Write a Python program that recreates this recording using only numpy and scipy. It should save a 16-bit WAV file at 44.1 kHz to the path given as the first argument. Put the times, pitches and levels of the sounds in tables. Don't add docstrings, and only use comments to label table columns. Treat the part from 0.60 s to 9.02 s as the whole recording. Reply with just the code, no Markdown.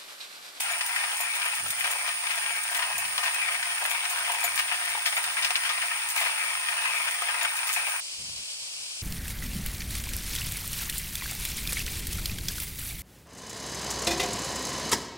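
import sys
import numpy as np
from scipy import signal
from scipy.fft import rfft, irfft, next_fast_len
from scipy.io import wavfile

SR = 44100
rng = np.random.default_rng(int(sys.argv[2]) if len(sys.argv) > 2 else 0)


def transcribe(signal):
    frames = np.atleast_2d(signal).T
    limited = np.clip(frames, -1, 1)
    pcm = np.round(limited * 32767).astype(np.int16)
    wavfile.write(sys.argv[1], SR, pcm)


N = 371322
TIME = np.arange(N) / SR
FFT_SIZE = 2 * next_fast_len(N // 2 + SR // 4)
HZ = np.maximum(np.arange(FFT_SIZE // 2 + 1) * SR / FFT_SIZE, 1)

# (frequency [Hz], bandwidth [Hz], lift [dB])
SHELL_MODES = [(706, 50, 8.3), (790, 50, -1.5), (865, 60, 4), (950, 55, 5.8), (1040, 60, 3), (1158, 50, -4),
               (1236, 60, 7), (1388, 55, 4), (1612, 70, 7), (1838, 65, 6.5), (1935, 50, -3), (2032, 60, 4),
               (2135, 50, -1.5), (2290, 90, 2), (2465, 50, -2), (2548, 60, 4.5), (2670, 70, -1.5),
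               (2900, 90, 2), (3350, 250, 2), (3650, 80, 2.5), (5100, 330, 6.5)]
# (frequency [Hz], bandwidth [Hz])
BURR_MODES = [(706, 26), (6975, 70), (10270, 120), (13685, 90)]
# (frequency [Hz], left minus right [dB], coherence [0-1])
GRINDER_IMAGE = [(390, 5, 1), (750, 8.5, 0.98), (1370, 8, 0.4), (2160, 6.5, 0.42), (3080, 3.5, 0.58),
                 (4140, 5, 0.39), (5800, 3, 0.42), (8060, -3, 0.2), (12000, 4.5, 0.2)]
# (peak time [s], rasp level [dB], shell ring level [dB])
SCRAPES = [(0.14, -43, -45), (0.68, -31.5, -47), (1.43, -40, -45.0), (1.93, -37, -44), (2.42, -41, -42),
           (2.87, -30, -42), (3.35, -32.5, -44.5), (3.85, -32.0, -46), (5.35, -36, -50), (5.86, -34, -50),
           (6.36, -30.5, -38), (6.83, -35, -52), (7.26, -35.5, -42)]


def crushing():
    # (time [s], peak of middling [dB], coarse [dB], small pieces [dB], crumble time [s])
    cracks = [(0.2086, -24, -39.0, -25.5, 0.011), (0.361, -21, -48, -27, 0.0058),
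              (0.438, -26, -37, -34.5, 0.0077), (0.6017, -33, -30, -35, 0.0066),
              (0.8164, -26.5, -49, -31, 0.0071), (0.8575, -26, -35, -38.5, 0.0143),
              (1.0617, -36, -31, -30, 0.0049), (1.2074, -21.5, -40, -33, 0.0071),
              (1.2406, -26.5, -35.5, -31, 0.041), (1.476, -30.0, -43, -31, 0.0299),
              (1.667, -31, -43, -31, 0.0095), (1.7056, -26, -47, -32, 0.019),
              (1.777, -35, -37.5, -27.5, 0.011), (1.8606, -23.5, -42, -32, 0.0051),
              (2.1462, -29, -48, -33.0, 0.032), (2.1909, -29.5, -33, -34, 0.019),
              (2.2223, -28.5, -37.0, -34, 0.034), (2.3019, -37, -32, -38, 0.008),
              (2.4496, -32, -43, -31, 0.0077), (2.5776, -28.5, -31, -26, 0.02),
              (2.6305, -27.5, -35.5, -29, 0.035), (2.6593, -27, -35, -34, 0.019),
              (2.678, -24, -38, -36, 0.0053), (2.815, -25, -44, -36, 0.014), (2.8849, -34, -56, -33, 0.011),
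              (3.0267, -25.0, -50, -29, 0.0097), (3.215, -29, -32, -33, 0.013),
              (3.251, -22, -32.0, -38, 0.008), (3.3124, -24.5, -30.5, -33, 0.0074),
              (3.3476, -27, -36, -45, 0.014), (3.4517, -23, -38, -27, 0.0081), (3.697, -30, -30, -33, 0.01),
              (3.8318, -34, -38, -33, 0.051), (3.9756, -25.5, -52, -25.5, 0.013),
              (3.991, -23, -38, -27, 0.018), (4.1135, -24.5, -33.5, -41, 0.019),
              (4.2755, -34, -41, -37, 0.0041), (4.3483, -27, -28.5, -34, 0.0075),
              (4.3751, -31, -33, -35.5, 0.0075), (4.4558, -24, -40.0, -24, 0.035),
              (4.5244, -28, -36, -35, 0.0126), (4.567, -22, -31.5, -30, 0.024),
              (4.6393, -28.5, -51, -30, 0.02), (4.675, -32, -37, -39, 0.012),
              (4.7675, -24, -38.5, -35, 0.031), (4.8234, -36, -38, -25.5, 0.0281),
              (4.847, -27, -34, -22.5, 0.01), (4.9045, -26.5, -27.5, -25.5, 0.011),
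              (4.957, -26, -49, -22, 0.013), (5.0343, -27.5, -39.5, -30.0, 0.0096),
              (5.0496, -29, -42, -32, 0.062), (5.092, -34, -32.5, -28.5, 0.021),
              (5.1765, -28.0, -35, -33.5, 0.0079), (5.216, -27, -35.5, -34, 0.036),
              (5.311, -31, -36.5, -45, 0.018), (5.5614, -23.5, -37, -31, 0.0098),
              (5.5759, -27, -42.0, -29, 0.028), (5.6115, -27.5, -32.5, -33.0, 0.05),
              (5.657, -34, -33.5, -34, 0.028), (5.795, -33, -45, -39, 0.0089),
              (6.0844, -23, -48, -31.0, 0.012), (6.1231, -27, -51, -37, 0.0109),
              (6.1853, -27.5, -38, -36, 0.0054), (6.2522, -26, -44, -35, 0.033),
              (6.621, -38, -27, -36, 0.0067), (6.6854, -25.5, -39, -38, 0.038),
              (6.742, -26.5, -35, -35, 0.011), (6.8116, -26.5, -35, -29, 0.017),
              (6.848, -20, -33, -34.5, 0.009), (7.029, -24.5, -49, -34, 0.0067),
              (7.0897, -34, -45, -30.5, 0.0179), (7.1656, -29.5, -34.5, -35, 0.037),
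              (7.2673, -29.5, -37, -39.0, 0.022), (7.338, -32, -34, -40, 0.0072)]
    # (frequency [Hz], level [dB])
    spectrum = [(200, -57.5), (380, -32), (500, -19), (630, -10), (850, -5), (1400, -4), (2400, 5.5),
                (3000, -0.5), (4000, -6.5), (6000, -12.5), (10000, -23.5), (16000, -22)]
    own_clumping = [0.092, 0.3, 0.15]
    coarse_edge_hz, small_edge_hz = 1130, 3086
    steady_trim_db, crack_trim_db = -0.2, [-0.6, -0.4, -0.8]
    below_coarse = 1 / (1 + (HZ / coarse_edge_hz) ** 10)
    below_small = 1 / (1 + (HZ / small_edge_hz) ** 10)
    bands = np.sqrt([below_small - below_coarse, below_coarse, 1 - below_small])
    shell = response(spectrum, SHELL_MODES)
    common_clumps = clumps(per_s=170, fall_s=0.0046, share=0.28)
    out = 0
    for k, load_db in enumerate(crank_load()):
        avalanches = np.zeros(N)
        for s, *peak_db, crumble_s in cracks:
            avalanche = burst(s, rise_s=0.00053, fall_s=crumble_s)
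            add(avalanches, s, from_db(peak_db[k] + crack_trim_db[k]) * avalanche)
        own_clumps = clumps(per_s=110, fall_s=0.0034, share=own_clumping[k])
        steady = from_db(load_db + steady_trim_db) * common_clumps * own_clumps
        force = grains(per_s=6000, spread_db=0.5) * steady
        force += grains(per_s=12000, spread_db=0.5) * avalanches
        out = out + radiate(force, unit_rms(shell * bands[k]), GRINDER_IMAGE)
    return out


def crank_load():
    # (start [s], length [s], middling level [dB], coarse level [dB], build-up over the push [dB])
    strokes = [(0.03, 0.15, -31.5, -40, -1), (0.313, 0.26, -31, -40, -0.5), (0.58, 0.43, -32.5, -41, 2.5),
               (1.23, 0.28, -32.5, -39.5, 2), (1.63, 0.364, -32.0, -43, 0.5),
               (2.05, 0.33, -33.5, -40.5, -0.5), (2.4, 0.081, -32.5, -43.5, -2.0),
               (2.63, 0.356, -32.5, -40.5, 2), (3.05, 0.47, -33.0, -41.5, -0.5),
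               (3.512, 0.39, -31.5, -39.5, -1), (4.082, 0.35, -31.5, -43.5, -3.5),
               (4.48, 0.25, -35, -45, 7), (4.765, 0.59, -32.5, -45, -1.0), (5.556, 0.39, -31.5, -40, 3),
               (6.035, 0.46, -31, -41, 2), (6.59, 0.34, -32.5, -41, -2), (6.97, 0.404, -33.0, -42.5, -2.5)]
    fill_db = 0.12 * TIME
    slack_db = np.array([-34.5 + fill_db, -44.5 + fill_db])
    load_db = slack_db.copy()
    for s, length_s, *levels_db, build_db in strokes:
        push_db = np.array(levels_db)[:, None] + build_db * ((TIME - s) / length_s - 0.5)
        load_db += held(s, length_s, rise_s=0.018, fall_s=0.02) * (push_db - slack_db)
    middling_db, coarse_db = load_db
    small_db = -38.5 + middling_db - middling_db.mean()
    return middling_db, coarse_db, small_db


def moving_contact(crunch, depth_db, rate_hz, bands=22):
    band_position = np.interp(np.log(HZ), np.log([600, 4200]), [0, bands - 1])
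    spectrum, out = rfft(crunch, FFT_SIZE), 0
    for k in range(bands):
        band = np.clip(1 - np.abs(band_position - k), 0, 1)
        swell_db = depth_db * drift(rate_hz) * (k < bands - 1)
        out = out + irfft(spectrum * band)[:, :N] * unit_rms(from_db(swell_db))
    return out


def running_empty():
    # (time [s], length [s], level [dB])
    lulls = [(.57, 0.039, -4), (1.02, 0.091, -3.5), (1.09, 0.041, -1.5), (1.57, 0.055, -1),
             (2.03, 0.029, -4), (2.375, .05, -2), (2.996, 0.036, -0.5), (3.193, 0.029, -1.5),
             (3.476, .03, -3), (4.04, .04, -1), (4.442, 0.022, -1), (6.01, 0.025, -1), (6.92, .06, -0.5),
             (7.394, .06, -1.5)]
    return from_db(sum(db * np.exp(-(2 * (TIME - s) / length_s) ** 2) for s, length_s, db in lulls))


def snapping(lag_s):
    # (time [s], level [dB])
    snaps = [(.8175, -9), (2.58, -1), (3.9945, -8), (4.4625, -5), (4.956, 4.5), (5.564, -13)]
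    # (frequency [Hz], level [dB])
    spectrum = [(300, -65), (700, -24), (1600, 2), (2500, 20), (4300, 15), (6500, -24), (15000, -31)]
    clicks = np.zeros((2, N))
    for s, db in snaps:
        add(clicks[0], s, from_db([db]))
        add(clicks[1], s + lag_s * rng.uniform(0.33, 1.16), from_db([db]) / 2)
    return radiate(clicks, response(spectrum), GRINDER_IMAGE)


def scraping(gain_db, swell_s, fade_s, rough_db):
    centre_hz, width_hz, fall_hz_per_s, settle_s = 2330, 190, 1700, 0.13
    lowpass = signal.butter(2, width_hz / 2, fs=SR, output="sos")
    rasp = unit_rms(signal.sosfilt(lowpass, grains(per_s=2800, spread_db=0.5) + 1e-18))
    rasp *= from_db(rough_db * drift(47))
    rasp = rasp + 1j * np.roll(rasp, SR, axis=1)
    out = np.zeros((2, N))
    for s, db, _ in SCRAPES:
        near = np.abs(TIME - s) < 0.3
        age = TIME[near] - s
        hz = centre_hz + fall_hz_per_s * settle_s * (np.exp(-age / settle_s) - 1)
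        carrier = np.exp(2j * np.pi * np.cumsum(hz) / SR)
        swell = np.exp(-(age / np.where(age < 0, swell_s, fade_s)) ** 2 / 2)
        out[:, near] += from_db(db + gain_db) * swell * np.real(rasp[:, near] * carrier)
    shell = response([(20, 0), (20000, 0)], SHELL_MODES)
    return radiate(out, shell, image=[(2000, 20, 0.32), (2600, 11.0, 0.68)])


def shell_ringing(gain_db, lead_s, swell_s):
    # (frequency [Hz], bandwidth [Hz], left level [dB], right level [dB])
    modes = [(2532, 26, 2.5, -9), (2562, 16, -14, 1)]
    swell = sum(from_db(db + gain_db) * np.exp(-((TIME - s + lead_s) / swell_s) ** 2 / 2)
                for s, _, db in SCRAPES)
    out = 0
    for hz, width_hz, *port_db in modes:
        force = grains(per_s=2800, spread_db=-0.5)[0]
        out = out + from_db(port_db)[:, None] * resonate(force, hz, width_hz)
    return swell * out


def splintering(spray_db, ring_db):
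    # (time [s], peak level [dB], scatter time [s])
    splinters = [(0.0031, -28, 0.024), (0.2616, -30, 0.018), (0.3601, -30, 0.004), (0.5669, -32, 0.014),
                 (0.6081, -27, 0.012), (0.7509, -31, 0.016), (0.8531, -32, 0.0077), (0.9508, -31, 0.0088),
                 (1.0829, -32, 0.013), (1.1043, -24.5, 0.0091), (1.1912, -30.5, 0.032),
                 (1.2672, -30, 0.007), (1.3084, -27.5, 0.018), (2.0335, -31, 0.008), (2.146, -31, 0.013),
                 (2.1654, -33, 0.022), (2.3798, -28.5, 0.013), (2.5771, -30, 0.004), (2.6382, -36, 0.029),
                 (2.743, -29, 0.007), (3.2393, -31, 0.008), (3.259, -29, 0.005), (3.2968, -29, 0.005),
                 (3.3103, -29, 0.009), (3.497, -29, 0.023), (3.7182, -28, 0.0063), (3.7438, -33, 0.0071),
                 (3.8053, -29, 0.009), (3.8387, -25, 0.014), (3.9557, -28.5, 0.024), (3.9914, -24, 0.004),
                 (4.2509, -34, 0.008), (4.4599, -30, 0.021), (4.5582, -34, 0.01), (4.5724, -33, 0.015),
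                 (4.631, -31, 0.008), (4.64, -35, 0.01), (4.8453, -37, 0.0083), (5.4874, -29, 0.012),
                 (5.5012, -33, 0.019), (5.561, -25, 0.0033), (5.5721, -32, 0.048), (5.6023, -36, 0.037),
                 (6.2504, -39, 0.005), (6.51, -32, 0.014), (6.5438, -31, 0.004), (6.622, -30, 0.004),
                 (6.8301, -30, 0.007), (6.9659, -29.5, 0.012), (7.0698, -32, 0.057), (7.1285, -25, 0.0036),
                 (7.1362, -26.5, 0.015)]
    # (frequency [Hz], level [dB])
    spectrum = [(600, -24.5), (2500, 2.5), (5000, -1), (8000, 5), (12000, 2), (14500, 1), (15700, 6.5)]
    sprays = np.zeros(N)
    for s, db, scatter_s in splinters:
        add(sprays, s, from_db(db + spray_db) * burst(s, rise_s=0.0003, fall_s=scatter_s))
    fines = grains(per_s=4200, spread_db=1.5) * from_db(-43 + 2.0 * drift(10))
    fines *= clumps(per_s=70, fall_s=0.0089, share=0.85)
    force = fines + grains(per_s=6000, spread_db=1.0) * sprays
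    burr = response(spectrum, [(hz, width_hz, ring_db) for hz, width_hz in BURR_MODES])
    return radiate(force, burr, GRINDER_IMAGE)


def squeaking(gain_db, waver, rough_db, pan_db):
    # (time [s], peak level of each of the four burr modes from low to high [dB])
    rubs = [(.109, -44, -38, -41, -45), (.601, -52, -41, -41, -39), (.63, -58, -44, -44, -48),
            (.99, -47, -44, -54, -50), (1.297, -58, -45, -48, -50), (1.912, -46, -44, -42, -52),
            (1.955, -48, -56, -55, -48), (2.378, -45, -42, -40, -35), (3.01, -63, -45, -52, -56),
            (3.305, -42, -43, -38, -40), (3.839, -33.5, -33, -35, -30), (4.548, -75, -51, -48, -45),
            (6.825, -42, -37, -42, -49), (7.125, -56, -45, -48, -42)]
    out = 0
    for k, (hz, _) in enumerate(BURR_MODES):
        envelope = np.zeros(N)
        for s, *mode_db in rubs:
            add(envelope, s, from_db(mode_db[k] + gain_db) * burst(s, rise_s=0.015, fall_s=0.01))
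        envelope *= from_db(rough_db * drift(53))
        pitch_hz = hz * (1 + waver * drift(164))
        out = out + envelope * np.sin(2 * np.pi * np.cumsum(pitch_hz) / SR)
    return out * from_db([[pan_db / 2], [-pan_db / 2]])


def whistle(start_s, length_s, hz, width_hz, level_db):
    tone = resonate(rng.standard_normal((2, N)), hz, width_hz)
    return from_db(level_db) * held(start_s, length_s, rise_s=0.08, fall_s=0.03) * tone


def table_echoes(direct, wet_db, t60_s):
    age = np.arange(SR // 8) / SR
    tail = rng.standard_normal((2, len(age))) * from_db(-60 * age / t60_s)
    tail /= np.sqrt(np.sum(tail ** 2, axis=1, keepdims=True))
    return direct + from_db(wet_db) * signal.fftconvolve(direct, tail, axes=1)[:, :N]


def gas_burner(level_db, flutter_db):
    # (frequency [Hz], level [dB])
    spectrum = [(100, -38), (350, -26.5), (550, -16.5), (1400, -18), (1950, -15.5), (2350, -4),
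                (3100, -1.5), (3700, -4.5), (4900, 0.5), (6300, -5), (7500, -4), (9000, -3), (11300, -19),
                (13500, -26), (15500, -24)]
    # (frequency [Hz], left minus right [dB], coherence [0-1])
    image = [(200, -1, 1), (1200, 3.5, 0.76), (1900, 3, 0.47), (3580, 0, 0.73), (5040, 0, 0.12),
             (6360, 0.5, 0.23), (8300, 3.5, 0.27), (12600, 3, 0.17), (14700, 3.5, .65)]
    noise = rng.standard_normal((2, N)) * from_db(level_db + flutter_db * drift(28))
    return radiate(noise, response(spectrum), image)


def thin_hiss(level_db):
    # (frequency [Hz], level [dB])
    spectrum = [(150, -49), (350, -38), (1500, -13), (3500, -18.5), (5100, -8.5), (6500, -14.5),
                (7900, -14), (8550, -1.5), (9130, 5), (9650, -3), (10500, -25), (13000, -61), (14900, -12),
                (15700, -8.5)]
    # (frequency [Hz], left minus right [dB], coherence [0-1])
    image = [(200, 7, 0.93), (2000, -15, 0.33), (7440, -1, 0.1), (9460, -5, 0.034), (10800, 8, 0.15),
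             (15500, 8, .2)]
    return radiate(rng.standard_normal((2, N)) * from_db(level_db), response(spectrum), image)


def wind(lumps_db):
    # (start [s], length [s], level [dB])
    gusts = [(1, 0.11, -57), (1.83, 0.1, -70), (2.34, 0.23, -65), (2.74, 0.037, -73), (2.963, .06, -83),
             (3.817, 0.26, -71), (4.28, 0.067, -71), (4.746, 0.12, -73), (7.583, 0.25, -60)]
    # (time [s], level [dB])
    breeze = [(0, -76.5), (.9, -77.5), (1.2, -66.5), (1.55, -77), (2.8, -70.5), (3.5, -76), (4.5, -72.5),
              (5.4, -74.5), (7.4, -76), (8.42, -70.5)]
    rumble = response([(15, -26), (30, -13), (55, -1.5), (110, -0.5), (190, -3.0), (300, -13.0),
                       (600, -15), (2000, -62)])
    flow = from_db(np.interp(TIME, *np.transpose(breeze)))
    flow += sum(from_db(db) * held(s, length_s, rise_s=0.034, fall_s=0.037) for s, length_s, db in gusts)
    flow *= from_db(lumps_db * drift(9.1))
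    return flow * radiate(rng.standard_normal((2, N)), rumble, image=[(30, 0, 0.99), (150, 0, 0.82)])


def grains(per_s, spread_db):
    born = rng.random(N) < per_s / SR
    size = from_db(spread_db * np.minimum(rng.exponential(1, N), 4))
    return unit_rms(born * size * rng.standard_normal((2, N)))


def clumps(per_s, fall_s, share):
    spurts = (rng.random(N) < per_s / SR) * rng.uniform(0.3, 1, N)
    power = signal.lfilter([1], [1, -np.exp(-2 / (fall_s * SR))], spurts)
    return np.sqrt(1 - share + share * power / power.mean())


def radiate(pair, colour, image):
    # (frequency [Hz], phase [rad])
    port_phase = [(200, 0), (900, .1), (1460, 1.3), (1810, 1.6), (2200, 2.9), (4300, 3.6), (5100, 3.1),
                  (7500, 5.5), (9000, 8.3), (10100, 7.2), (13800, 10.6), (16000, 11.8)]
    pan_db, coherence = over_frequency(image)
    coherence = np.clip(coherence, 0, 0.999)
    shared, apart = rfft(pair, FFT_SIZE) * colour * np.sqrt([1 + coherence, 1 - coherence])
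    left = (shared + apart) * from_db(pan_db)
    right = (shared - apart) * np.exp(-1j * over_frequency(port_phase)[0])
    return irfft(np.array([left, right]) / np.sqrt(1 + from_db(pan_db) ** 2))[:, :N]


def response(spectrum, resonances=()):
    peaks_db = sum(lift_db / (1 + (2 * (HZ - hz) / width_hz) ** 2) for hz, width_hz, lift_db in resonances)
    magnitude = unit_rms(from_db(over_frequency(spectrum)[0] + peaks_db))
    cepstrum = irfft(np.log(magnitude))
    return np.exp(rfft(2 * cepstrum[:FFT_SIZE // 2], FFT_SIZE) - cepstrum[0])


def resonate(force, hz, width_hz):
    return unit_rms(signal.lfilter(*signal.iirpeak(hz, hz / width_hz, fs=SR), force + 1e-18))


def drift(rate_hz):
    hop, warm_up = 40, 2000
    pole = np.exp(-2 * np.pi * hop * rate_hz / SR)
    noise = rng.standard_normal(N // hop + warm_up + 2)
    slow = signal.lfilter([1], [1, -2 * pole, pole * pole], noise)[warm_up:]
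    return np.interp(np.arange(N) / hop, np.arange(len(slow)), unit_rms(slow))


def burst(s, rise_s, fall_s):
    age = np.clip(TIME[int(s * SR):int(s * SR) + SR // 4] - s, 0, None)
    shape = (1 - np.exp(-age / rise_s)) * np.exp(-age / fall_s)
    return shape / shape.max()


def held(s, length_s, rise_s, fall_s):
    return np.clip(np.minimum((TIME - s) / rise_s, (s + length_s - TIME) / fall_s) + 0.5, 0, 1)


def add(track, s, piece):
    at = int(s * SR)
    track[at:at + len(piece)] += piece[:N - at]


def over_frequency(rows):
    hz, *columns = np.transpose(rows)
    return [np.interp(np.log(HZ), np.log(hz), column) for column in columns]


def from_db(db):
    return 10 ** (np.asarray(db) / 20)


def unit_rms(x):
    return x / np.sqrt(np.mean(np.abs(x) ** 2) + 1e-20)


def scene():
    grind_end_s, crossfade_s = 7.404, 0.0042
    grinder = moving_contact(crushing(), depth_db=2.0, rate_hz=6.6) * running_empty()
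    grinder += snapping(lag_s=0.00219)
    grinder += scraping(gain_db=-2.0, swell_s=0.058, fade_s=0.067, rough_db=2.5)
    grinder += shell_ringing(gain_db=-0.5, lead_s=0.072, swell_s=0.085)
    grinder += splintering(spray_db=3.0, ring_db=5.0)
    grinder += squeaking(gain_db=2.0, waver=0.0039, rough_db=2.0, pan_db=6.5)
    grinder += whistle(start_s=7.05, length_s=0.35, hz=6000, width_hz=120, level_db=-51)
    grinder = table_echoes(grinder, wet_db=-18.0, t60_s=0.03)
    hiss = thin_hiss(level_db=-32.0)
    burner = gas_burner(level_db=-36.5, flutter_db=0.6)
    grinding = np.clip((grind_end_s - TIME) / crossfade_s + 0.5, 0, 1)
    return grinding * (grinder + hiss) + (1 - grinding) * burner + wind(lumps_db=2.5)


def record(dry):
    cutoff_hz = 15700
    return signal.sosfilt(signal.ellip(12, 0.1, 80, cutoff_hz, fs=SR, output="sos"), dry)


dry = scene()
out = record(dry)
transcribe(out)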